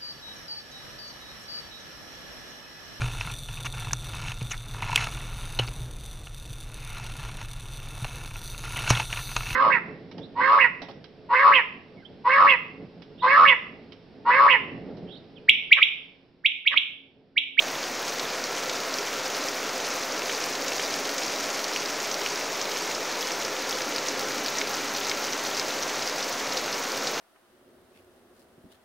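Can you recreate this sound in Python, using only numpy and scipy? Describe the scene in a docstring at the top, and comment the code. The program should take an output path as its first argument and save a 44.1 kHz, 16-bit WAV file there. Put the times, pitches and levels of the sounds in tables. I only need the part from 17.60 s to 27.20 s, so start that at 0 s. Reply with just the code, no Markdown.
"""A bamboo grove in steady rain, heard by one small microphone.
Far rain is an even wash of smooth noise. Nearer drops patter on leaves and litter as short noisy splashes.
Bigger drips from the canopy splat close by, each a quick burst of noise in its own band.
A half-second delay line repeats everything once at full strength, then ever fainter."""
import sys
import numpy as np
from scipy import signal
from scipy.fft import rfft, irfft
from scipy.io import wavfile

SR = 44100
rng = np.random.default_rng(int(sys.argv[2]) if len(sys.argv) > 2 else 0)


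def master_out(mix):
    """Clip the mix to full scale and print it as 16-bit PCM to the path in sys.argv[1]."""
    frames = np.transpose(np.atleast_2d(mix))
    ceiling = np.clip(frames, -1, 1)
    pcm = np.round(ceiling * 32767).astype(np.int16)
    wavfile.write(sys.argv[1], SR, pcm)


N = 423360   # samples heard
DELAY, FEEDBACK = 22056, 0.4   # samples, share sent round again
LEAD = 4 * DELAY   # samples of rain before 0 s, to fill the delay line
LENGTH = N + LEAD


def from_db(db):
    """Turns decibels into a plain multiplier."""
    return 10 ** (np.asarray(db) / 20)


def rms_one(x):
    """Scales a sound to an average (rms) level of 1."""
    return x / np.sqrt(np.mean(x ** 2) + 1e-20)


def colour(x, spectrum):
    """Makes each pitch region louder or softer by a (frequency, level) table; rms 1."""
    hz = np.maximum(np.arange(LENGTH // 2 + 1) * SR / LENGTH, 1)
    table_hz, table_db = np.transpose(spectrum)
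    gain_db = np.interp(np.log(hz), np.log(table_hz), table_db)
    return rms_one(irfft(rfft(x) * from_db(gain_db), LENGTH))


def drift(rate_hz):
    """A randomly wandering curve with spread 1: noise smoothed so that little faster than rate_hz is left."""
    r = np.exp(-2 * np.pi * rate_hz / SR)
    return rms_one(signal.lfilter([1], [1, -2 * r, r * r], rng.standard_normal(LENGTH)))


def resonate(x, hz, cycles):
    """A leaf, once struck, rings at hz and fades by 60 dB in so many cycles."""
    r = from_db(-60 * hz / (cycles * SR))
    return signal.lfilter([1, 0, -1], [1, -2 * r * np.cos(2 * np.pi * hz / SR), r * r], x)


HUM_WAVER_DB, HUM_WAVER_HZ = 2.0, 0.92
SHIMMER_ABOVE_HZ, SHIMMER_DB, SHIMMER_RATE_HZ = 7950, 4, 60
# balance of the far rain: (frequency [Hz], level per Hz [dB])
WASH_SPECTRUM = [(25, -38), (45, -31), (110, -18), (200, -10), (290, -4), (550, -1), (850, -3.5),
                 (2200, -7), (3170, -12), (5900, -10.5), (6550, -11.5), (7800, -23), (9800, -29.5),
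                 (15500, -26)]
# soft hums in the low wash, probably hollow stems: (frequency [Hz], width [Hz], average lift [dB])
STEM_HUMS = [(131.6, 15, 3), (275, 32, 3.5), (418, 15.4, 4.5), (514, 17, 4), (647, 54, 1.5), (970, 55, 1),
             (1343, 91, 2.5)]


def wash(level_db):
    """Countless far drops merge into smooth noise, lifted a little at each slowly wavering hum."""
    noise = colour(rng.standard_normal(LENGTH), WASH_SPECTRUM)
    hums = 0
    for hz, width_hz, db in STEM_HUMS:
        b, a = signal.iirpeak(hz, hz / width_hz, fs=SR)
        lift = from_db(db + HUM_WAVER_DB * drift(HUM_WAVER_HZ)) - 1   # the part added to the noise
        hums = hums + lift * signal.lfilter(b, a, noise)
    # the finest hiss swells and sinks quickly
    high_pass = signal.butter(2, SHIMMER_ABOVE_HZ, "high", fs=SR, output="sos")
    hiss = signal.sosfilt(high_pass, noise)
    shimmer = (from_db(SHIMMER_DB * drift(SHIMMER_RATE_HZ)) - 1) * hiss
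    return from_db(level_db) * (noise + hums + shimmer)


DROPS_PER_S = 600   # before clumping
CLUMPING_DB, CLUMPING_HZ = 4, 15   # how strongly and how fast the crowding of drops varies
SIZE_SPREAD_DB = 3.5
LEAF_CYCLES, SPLASH_MS = 2, 1
SPRAY_SHARE = 0.39   # the rest rings in leaves
# near drops as the microphone colours them: (frequency [Hz], level per Hz [dB])
PATTER_SPECTRUM = [(600, -29), (1300, -12), (2200, 5), (3200, -3.5), (5900, 3), (6600, -1.5), (7800, -8),
                   (9800, -13.5), (15500, -23.5)]


def patter(level_db):
    """Random drops in clumps: each a short splash of noise, partly broad spray, partly ringing in a leaf."""
    chance = DROPS_PER_S * from_db(CLUMPING_DB * drift(CLUMPING_HZ)) / SR
    born = rng.random(LENGTH) < chance
    sizes = born * from_db(SIZE_SPREAD_DB * np.minimum(rng.exponential(1, LENGTH), 2.5))
    fade = np.exp(-1000 / (SPLASH_MS * SR))
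    leaves_hz = np.geomspace(1400, 14000, 14)
    leaf_hit = rng.integers(0, 14, LENGTH)
    noise = rng.standard_normal(LENGTH)
    rings, spray = 0, 0
    for k, hz in enumerate(leaves_hz):
        swell = signal.lfilter([1], [1, -fade], sizes * (leaf_hit == k) + 1e-18)
        splash = noise * swell
        ring = resonate(splash, hz, LEAF_CYCLES)
        rings = rings + np.sqrt(hz) * rms_one(ring)   # wider rings carry more power: a flat sum
        spray = spray + splash
    drops = SPRAY_SHARE * rms_one(spray) + (1 - SPRAY_SHARE) * rms_one(rings)
    return from_db(level_db) * colour(drops, PATTER_SPECTRUM)


# limits for the smaller drips: peak [dB], centre [Hz], splash length setting [ms], fine spray [dB]
SMALL_DRIPS_PER_S = 14
SMALL_DB, SMALL_HZ, SMALL_MS, SMALL_SPRAY_DB = (-32, -25), (2700, 6400), (0.87, 3.2), (-61, -38)


def small_drips():
    """Smaller drips fall at random moments over the whole span, with random settings between the limits."""
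    span = (-LEAD / SR, N / SR)
    low, high = np.transpose([span, SMALL_DB, SMALL_HZ, SMALL_MS, SMALL_SPRAY_DB])
    count = int(SMALL_DRIPS_PER_S * LENGTH / SR)
    return low + (high - low) * rng.random((count, 5))


# a drip's half-width: octaves at 4 kHz, octaves lost per octave up,
# octaves gained per ms that the length setting exceeds a short tap [ms]
WIDTH_OCT, NARROWING, SPREAD_PER_MS, TAP_MS = 0.24, 0.12, 0.18, 3.3
RISE_MS, TAIL_MS, SPRAY_MS = 0.083, 7.2, 3.6   # time constants
TAIL_DB, SLAP_DB = -10.5, -6.5   # beside the splash, beside the leaf's band
PORT_ROLL_OFF_HZ = 7360
DRIP_SAMPLES, SETTLE = 1024, 256   # kept, and thrown away first while the filters settle
# the loudest drips close by, those before 0 s heard only as repeats:
# (time [s], peak level [dB], centre [Hz], splash length setting [ms], fine spray level [dB])
LOUD_DRIPS = [(-0.2603, -24, 3490, 2.0, -48), (-0.0213, -21, 5100, 1.0, -55),
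              (0.2395, -28.5, 3360, 2.3, -57), (0.595, -21.5, 3200, 6.5, -51),
              (0.7021, -21, 4730, 1.0, -48), (0.84, -14.5, 5030, 0.55, -40), (1.1568, -21, 5540, 0.6, -58),
              (1.3849, -19.5, 5500, 2.4, -54), (1.7469, -22, 4340, 2.2, -58), (2.303, -23, 5940, 1.8, -53),
              (2.6196, -22.5, 2730, 1.9, -47), (2.6953, -20.5, 2400, 2.3, -48),
              (2.7485, -22.5, 4230, 2.3, -53), (2.8403, -19.5, 5900, 1.4, -45),
              (2.8617, -33, 5830, 0.9, -36), (2.952, -21, 4260, 1.7, -52), (3.081, -21.5, 5000, 5.1, -41),
              (3.1809, -23, 4840, 1.7, -49), (3.4916, -24.5, 4670, 4.3, -38), (3.6335, -25, 4630, 3.3, -46),
              (3.799, -25.5, 5630, 2.7, -38), (3.9026, -22, 6450, 1.4, -54),
              (4.0417, -18.5, 4540, 2.2, -39), (4.1606, -18.5, 2560, 4.2, -46),
              (4.2577, -23, 4760, 2.3, -47), (4.4217, -22, 6340, 0.69, -42), (4.5136, -19, 5780, 2.2, -55),
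              (4.8114, -23, 2700, 0.83, -54), (5.1191, -25, 5390, 1.8, -46), (5.1714, -22, 5550, 1.2, -50),
              (5.3483, -18, 5520, 1.4, -47), (5.6088, -19.5, 5490, 1.4, -47),
              (5.6258, -19.5, 3540, 1.7, -47), (5.7061, -23, 2160, 1.9, -51), (5.7179, -22, 5600, 2.3, -43),
              (6.0934, -24, 4860, 2.5, -31), (6.3613, -19, 4540, 2.3, -34), (6.3826, -20, 4040, 1.7, -46),
              (6.485, -14, 5880, 1.0, -47), (6.8459, -21.6, 6050, 0.9, -48), (6.872, -23, 4170, 0.9, -50),
              (7.0143, -17.5, 2460, 2.9, -46), (7.1418, -19, 6040, 0.7, -40), (7.1474, -24, 4610, 2.6, -45),
              (7.3498, -22, 4010, 1.6, -55), (7.3633, -16, 5620, 0.49, -43),
              (7.4127, -22.5, 3610, 1.4, -46), (7.4482, -20, 5120, 1.2, -58), (7.4688, -16, 6060, 0.6, -40),
              (7.4964, -13.5, 5030, 0.91, -40), (7.7256, -21, 5340, 1.6, -47),
              (7.7319, -19.5, 5680, 1.6, -46), (7.9745, -20, 5010, 1.8, -55), (8.1055, -21, 3530, 0.8, -55),
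              (8.422, -23.5, 4500, 3.4, -58), (8.558, -24, 4820, 0.6, -39), (8.627, -17, 4800, 0.9, -58),
              (8.971, -15.5, 4500, 1.2, -58), (8.9746, -19, 4620, 0.97, -53),
              (9.078, -22.5, 2910, 1.1, -58), (9.3192, -23, 5190, 2.6, -38), (9.376, -22, 5060, 0.9, -43)]


def drips():
    """Each drip is a burst in the band its leaf favours over a broad slap, with a faint tail and a fine spray."""
    body, mist = np.zeros(LENGTH + DRIP_SAMPLES), np.zeros(LENGTH + DRIP_SAMPLES)
    t_ms = np.arange(DRIP_SAMPLES) * 1000 / SR
    rows = np.vstack([LOUD_DRIPS, small_drips()])
    noise = rng.standard_normal((len(rows), 2, DRIP_SAMPLES + SETTLE))
    fine = signal.butter(4, 8500, "high", fs=SR, output="sos")
    broad = signal.butter(3, [1600, 7000], "band", fs=SR, output="sos")
    rise = 1 - np.exp(-t_ms / RISE_MS)
    for (s, peak_db, hz, ms, spray_db), (first, second) in zip(rows, noise):
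        octaves = WIDTH_OCT - NARROWING * np.log2(hz / 4000) + SPREAD_PER_MS * max(ms - TAP_MS, 0)
        reach = 2 ** np.clip(octaves, 0.05, 0.7)
        leaf = signal.butter(2, [hz / reach, hz * reach], "band", fs=SR, output="sos")
        splash = np.exp(-(t_ms / (0.75 * max(ms, 0.3))) ** 0.95)
        tail = from_db(TAIL_DB) * np.exp(-t_ms / TAIL_MS)
        burst = rise * (splash + tail)
        slap = from_db(SLAP_DB) * rms_one(signal.sosfilt(broad, second))
        tone = rms_one(signal.sosfilt(leaf, first)) + slap
        drip = tone[SETTLE:] * burst
        # give it the energy of a sine under the same swell
        drip *= np.sqrt(np.sum(burst ** 2) / np.sum(drip ** 2) / 2)
        spray = rms_one(signal.sosfilt(fine, second))[SETTLE:] * rise * np.exp(-t_ms / SPRAY_MS)
        at = round(s * SR) + LEAD
        body[at:at + DRIP_SAMPLES] += from_db(peak_db) * drip
        mist[at:at + DRIP_SAMPLES] += from_db(spray_db) * spray
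    # the microphone port drops steeply at the top; the spray is added after it
    port = signal.butter(5, PORT_ROLL_OFF_HZ, fs=SR, output="sos")
    return (signal.sosfilt(port, body) + mist)[:LENGTH]


def delay_line(x):
    """Adds one full repeat after DELAY samples; each further repeat is FEEDBACK times the last."""
    repeats = np.zeros(LENGTH)
    for i in range(DELAY, LENGTH, DELAY):
        block = x[i - DELAY:i] + FEEDBACK * repeats[i - DELAY:i]
        repeats[i:i + DELAY] = block[:LENGTH - i]
    return x + repeats


# how strong the rain is: (time [s], far wash level [dB], near patter level [dB])
RAIN_LEVELS = [(0, -35.5, -46), (1.2, -35.5, -42.5), (2.4, -34.5, -42), (3.6, -35.5, -41),
               (4.8, -35.5, -41.5), (6, -35, -43), (7.2, -35, -42), (8.4, -34.5, -42.5), (9.6, -34, -43.5)]


def scene():
    """The rain and its repeats; one microphone feeds both channels."""
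    s, wash_db, patter_db = np.transpose(RAIN_LEVELS)
    t = (np.arange(LENGTH) - LEAD) / SR
    far = wash(np.interp(t, s, wash_db))
    near = patter(np.interp(t, s, patter_db))
    rain = far + near + drips()
    heard = delay_line(rain)[LEAD:]
    return np.array([heard] * 2)


CUTOFF_HZ = 15720
OFFSET = -0.0017   # of full scale


def record(dry):
    """A steep filter cuts the top, and a small steady offset is added."""
    low_pass = signal.ellip(14, 0.5, 75, CUTOFF_HZ, fs=SR, output="sos")
    return signal.sosfilt(low_pass, dry) + OFFSET


dry = scene()
out = record(dry)
master_out(out)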